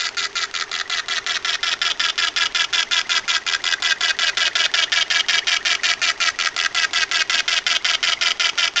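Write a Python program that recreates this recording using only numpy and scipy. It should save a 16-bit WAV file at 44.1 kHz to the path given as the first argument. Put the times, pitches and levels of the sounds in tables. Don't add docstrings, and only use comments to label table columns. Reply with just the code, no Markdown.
import sys
import numpy as np
from scipy import signal
from scipy.fft import rfft, irfft
from scipy.io import wavfile

SR = 44100
rng = np.random.default_rng(int(sys.argv[2]) if len(sys.argv) > 2 else 0)


def unload_wav(signal):
    wavfile.write(
        sys.argv[1],
        SR,
        np.round(np.clip(np.atleast_2d(signal).T, -1, 1) * 32767).astype(np.int16),
    )


N = 388080
TIME = np.arange(N) / SR

# time_s, closeness (0 far, 1 close), level_db
MICROPHONE_PATH = [(0, 0, -4), (.8, 0.18, -4), (1.8, 0.61, -1), (2.8, .67, 0.1), (4, 0.69, 0.43),
                   (5, .8, .9), (5.9, 0.97, 1.4), (7, 0.84, .5), (8.8, .87, 0.95)]


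def from_db(db):
    return 10 ** (np.asarray(db) / 20)


def rms_one(x):
    return x / np.sqrt(np.mean(x ** 2) + 1e-20)


def at_hz(points, values, hz):
    return np.interp(np.log(hz + 1e-9), np.log(points), values)


def drift(rate_hz):
    knots = rng.standard_normal(4096)
    return rms_one(np.interp(TIME * rate_hz, np.arange(len(knots)), knots))


def resonance(x, hz, t60):
    r = from_db(-60 / (t60 * SR))
    feedback = [1, -2 * r * np.cos(2 * np.pi * hz / SR), r * r]
    return signal.lfilter(np.array([1, 0, -1]) * (1 - r * r) / 2, feedback, x + 1e-18)


def place(times, sounds):
    at = (times * SR).astype(int)[:, None] + np.arange(sounds.shape[1])
    inside = (at >= 0) & (at < N)
    return np.bincount(at[inside], sounds[inside], N)


def causal(level_db):
    cepstrum = irfft(np.log(from_db(level_db)))
    half = cepstrum.shape[1] // 2
    cepstrum[:, 1:half] *= 2
    cepstrum[:, half + 1:] = 0
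    return np.exp(rfft(cepstrum))


def along_paper(across, count, size=13):
    angle = np.pi * np.arange(1, size)[:, None] * across
    return (rng.standard_normal((count, size - 1)) @ np.cos(angle)).T * np.sqrt(2 / size)


def line_starts(first_s=-0.01615, period_s=0.18278, count=49):
    # time_s, late_ms
    lateness = [(0, .6), (.6, -.25), (2.9, .6), (4.4, -.2), (5.3, -1.4), (6.2, -1), (6.7, .2), (8.1, 1.1),
                (8.8, .2)]
    beat = first_s + period_s * np.arange(count)
    return beat + np.interp(beat, *np.transpose(lateness)) / 1000


def room(x, bench_t60=0.03, room_t60=0.198, tail_db=-10, first_echo_s=0.00065, positions=14):
    t, out = TIME[:SR // 3], 0
    reached_s = np.linspace(0, TIME[-1], positions)
    for position in np.eye(positions):
        near, far = rng.standard_normal((2, len(t)))
        bench = rms_one(near * from_db(-60 * t / bench_t60))
        tail = from_db(tail_db) * rms_one(far * from_db(-60 * t / room_t60))
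        echoes = (bench + tail) * np.clip(t / first_echo_s - 1, 0, 1)
        heard_here = x * np.sqrt(np.interp(TIME, reached_s, position))
        out = out + signal.oaconvolve(heard_here, echoes / np.linalg.norm(echoes))[:N]
    return out


def motor(whirr_db=-40, flutter=0.19, hum_waver=0.003, whirr_follows=0.42):
    # frequency_hz, level_db
    whirr_spectrum = [(25, 1.5), (60, -1), (160, -5.5), (250, 0), (350, 2.5), (395, 8), (470, -3),
                      (700, 3.5), (1100, 2), (1900, -0.5), (3100, -1), (4200, -6.5), (6300, -5),
                      (8000, -27.5)]
    # pitch_hz, far_rms_db, close_rms_db
    hum_lines = [(119, -66, -65), (397, -51.5, -59.5), (439, -55.5, -60.5)]
    hz = np.arange(N // 2 + 1) * SR / N
    colour = from_db(at_hz(*np.transpose(whirr_spectrum), hz))
    whirr = rms_one(irfft(rfft(rng.standard_normal(N)) * colour, N))
    time_s, closeness, level_db = np.transpose(MICROPHONE_PATH)
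    close = np.interp(TIME, time_s, closeness)
    whirr_gain = from_db(whirr_db + whirr_follows * np.interp(TIME, time_s, level_db))
    out = whirr_gain * whirr * (1 + flutter * drift(150))
    for pitch_hz, far_db, close_db in hum_lines:
        phase = 2 * np.pi * np.cumsum(pitch_hz * (1 + hum_waver * drift(11))) / SR
        out += np.sqrt(2) * from_db(far_db + (close_db - far_db) * close) * np.sin(phase)
    return out


def pawl(delay_s=0.1628, uneven_db=2, dull_hz=3800):
    times = line_starts() + delay_s
    clicks = place(times, from_db(-31 + uneven_db * rng.standard_normal((len(times), 1))))
    clicks = signal.sosfilt(signal.butter(2, dull_hz, fs=SR, output="sos"), clicks)
    return 24 * resonance(clicks, hz=3350, t60=0.00063) + 16 * resonance(clicks, hz=1380, t60=0.006)


def gear_whine(trim_db=-1, waver=0.03566, rough=0.55):
    # since_line_start_s, pitch_hz, swell_db
    return_stroke = [(.112, 1248, -19), (0.127, 1352, -7), (.136, 1777, -9), (0.144, 1850, -2),
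                     (.148, 1920, 0), (.154, 2100, -2.5), (.159, 1936, -12), (.165, 1611, -28.5)]
    # time_s, level_db
    pickup = [(0, -38), (1.1, -34), (2.1, -39.5), (2.6, -36), (4.3, -29.5), (5.4, -29), (5.9, -35.5),
              (7.5, -37), (8.1, -32), (8.8, -40)]
    start = line_starts()
    line_db = np.interp(start, *np.transpose(pickup))
    line = np.maximum(np.searchsorted(start, TIME) - 1, 0)
    since = TIME - start[line]
    stroke_s, pitch_hz, swell_db = np.transpose(return_stroke)
    phase = 2 * np.pi * np.cumsum(np.interp(since, stroke_s, pitch_hz) * (1 + waver * drift(90))) / SR
    gain = from_db(trim_db + line_db[line] + np.interp(since, stroke_s, swell_db))
    return gain * ((1 + rough * drift(500)) * np.sin(phase) + rough * drift(500) * np.cos(phase))


def frame(times, cracks, across, shape_share=0.45, drive_samples=160):
    # pitch_hz, level_db, t60_s
    modes = [(565, -1, 0.055), (708, 3.5, 0.043), (1258, -6.5, 0.033), (1390, -2, 0.029),
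             (1604, -6.5, 0.028), (1660, -4, 0.055), (1812, -5, 0.036), (1860, -5, 0.049), (1999, 1, 0.042),
             (2220, -8, 0.032), (2330, -4.5, 0.031), (2517, -5, 0.034), (2870, -14, 0.1), (2944, -5, 0.024),
             (3230, -12, 0.04), (3340, -9.5, 0.06), (3527, -3.5, 0.028), (3720, -9, 0.049),
             (4230, -17.5, 0.045), (4470, -10.5, 0.057), (4600, -13, 0.026), (4910, -9, 0.036)]
    shapes, out = along_paper(across, count=len(modes), size=25).T, 0
    for (hz, level_db, t60), shape in zip(modes, shapes):
        drive = place(times, cracks[:, :drive_samples] * (1 + shape_share * shape)[:, None])
        out = out + from_db(level_db) * resonance(drive, hz, t60)
    return out


def microphone_colour(times, hz, paper_delay_s=0.000494, paper_share=0.16):
    # far_delay_s, close_delay_s, far_share, close_share (both signed)
    near_echoes = [(.000066, 0.000414, -0.24, .21), (.00033, .000535, -0.34, -0.013),
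                   (.000438, .000689, .13, .07)]
    # time_s, level_db
    treble = [(0, 1), (.8, 2), (1.8, -1.4), (2.8, 0.9), (5, 0), (5.9, 1.1), (7, 1), (8.8, 0)]
    time_s, closeness, level_db = np.transpose(MICROPHONE_PATH)
    t = times[:, None]
    close = np.interp(t, time_s, closeness)
    over_paper = np.exp(-((t - 6.0) / 0.98) ** 2)
    paths = 1 + paper_share * over_paper * np.exp(-2j * np.pi * hz * paper_delay_s)
    for far_s, close_s, far_share, close_share in near_echoes:
        delay_s = far_s + (close_s - far_s) * close
        share = far_share + (close_share - far_share) * close
        paths = paths + share * np.exp(-2j * np.pi * hz * delay_s)
    treble_db = np.interp(t, *np.transpose(treble)) * np.interp(hz, [5200, 6800], [0, 1])
    return np.interp(t, time_s, level_db) + 20 * np.log10(abs(paths) + 1e-3) + treble_db


def shuttle(solenoids=4, dots_each=36, stripe_period=16, first_row=12, slowest_row=2.6, sag=0.053):
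    reach = (37, 37, 36, 36)
    start = line_starts()
    row = (np.arange(len(start)) + first_row) % stripe_period
    sweep_s = 0.1078 + 0.0016 * np.cos(2 * np.pi * (row - slowest_row) / stripe_period)
    steps = np.arange(dots_each + 1)
    columns = dots_each * np.arange(solenoids)[:, None] + steps
    on_stripe = abs(columns % stripe_period - row[:, None, None]) <= 1
    line, solenoid, step = np.nonzero(on_stripe & (steps < np.array(reach)[:, None]))
    travel = (step + solenoid / solenoids) / dots_each
    across = columns[solenoid, step] / (solenoids * dots_each)
    times = start[line] + sweep_s[line] * (travel + sag * travel * (travel - 1))
    return times, solenoid, travel, across


def needles(times, solenoid, travel, across, uneven_db=0.58, lag_spread=0.2964, dispersion=0.05):
    # frequency_hz, then level_db for each of the four solenoids
    strike_spectrum = [(400.0, -15.5, -16, -19, -19), (680, -4, -0.5, -6.5, -8.5),
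                       (887, -0.5, -1.5, 1, -1.5), (1346, 13.5, 9.5, 12.5, 9), (1610, 14, 13, 4, 9.5),
                       (2423, 8.5, 10.5, 9.5, 4), (3150, 8, 15.5, 13.5, 3.5), (4065, 9, 11.5, 8.5, -2),
                       (4914, 9.5, 10, 8, 4), (5830, 5.5, 5.5, 7, 2), (6350, -3, 0.8, 4.5, 0),
                       (7115, 5.5, 0.5, -2.5, -2.5), (7850, -15.5, -15.5, -18, -16),
                       (7940, -19.5, -20, -22.5, -24)]
    # sweep_start_db, sweep_end_db
    force = [(-0.5, 0.74), (0.5, 0.56), (1, 0.05), (3, -3)]
    # delay_s, signed_share
    rebounds = [(.00038, 0.45), (.00095, -0.39)]
    hz = np.fft.rfftfreq(512, 1 / SR)
    points_hz, *colours = np.transpose(strike_spectrum)
    first_db, last_db = np.array(force)[solenoid].T
    force_db = first_db + (last_db - first_db) * travel + uneven_db * rng.standard_normal(len(times))
    level_db = np.array(colours)[solenoid] + force_db[:, None] + along_paper(across, len(points_hz))
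    to_bins = np.array([at_hz(points_hz, point, hz) for point in np.eye(len(points_hz))])
    crack = causal(level_db @ to_bins + microphone_colour(times, hz))
    contacts = 1
    for (delay_s, share), shape in zip(rebounds, along_paper(across, len(rebounds), size=36).T):
        lag_s = delay_s * np.exp(lag_spread * shape)
        contacts = contacts + share * np.exp(-2j * np.pi * hz * lag_s[:, None])
    bending = np.exp(-2j * np.pi * dispersion * np.sqrt(hz))
    between_samples = np.exp(-2j * np.pi * hz * (times * SR % 1)[:, None] / SR)
    return irfft(crack * contacts * bending * between_samples)


def scene(head_db=-3.5, room_db=-7.5):
    times, solenoid, travel, across = shuttle()
    cracks = needles(times, solenoid, travel, across)
    head = from_db(head_db) * (place(times, cracks) + frame(times, cracks, across))
    head = signal.sosfilt(signal.butter(2, 420, "high", fs=SR, output="sos"), head)
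    printer = head + gear_whine() + pawl()
    return (printer + from_db(room_db) * room(printer) + motor())[None]


def record(dry, band_hz=8634, overload=0.74, top_hz=16000):
    narrow = signal.sosfilt(signal.ellip(10, 0.3, 80, band_hz, fs=SR, output="sos"), dry)
    clipped = np.clip(narrow, -overload, overload)
    return signal.sosfilt(signal.ellip(10, 0.1, 80, top_hz, fs=SR, output="sos"), clipped)


dry = scene()
out = record(dry)
unload_wav(out)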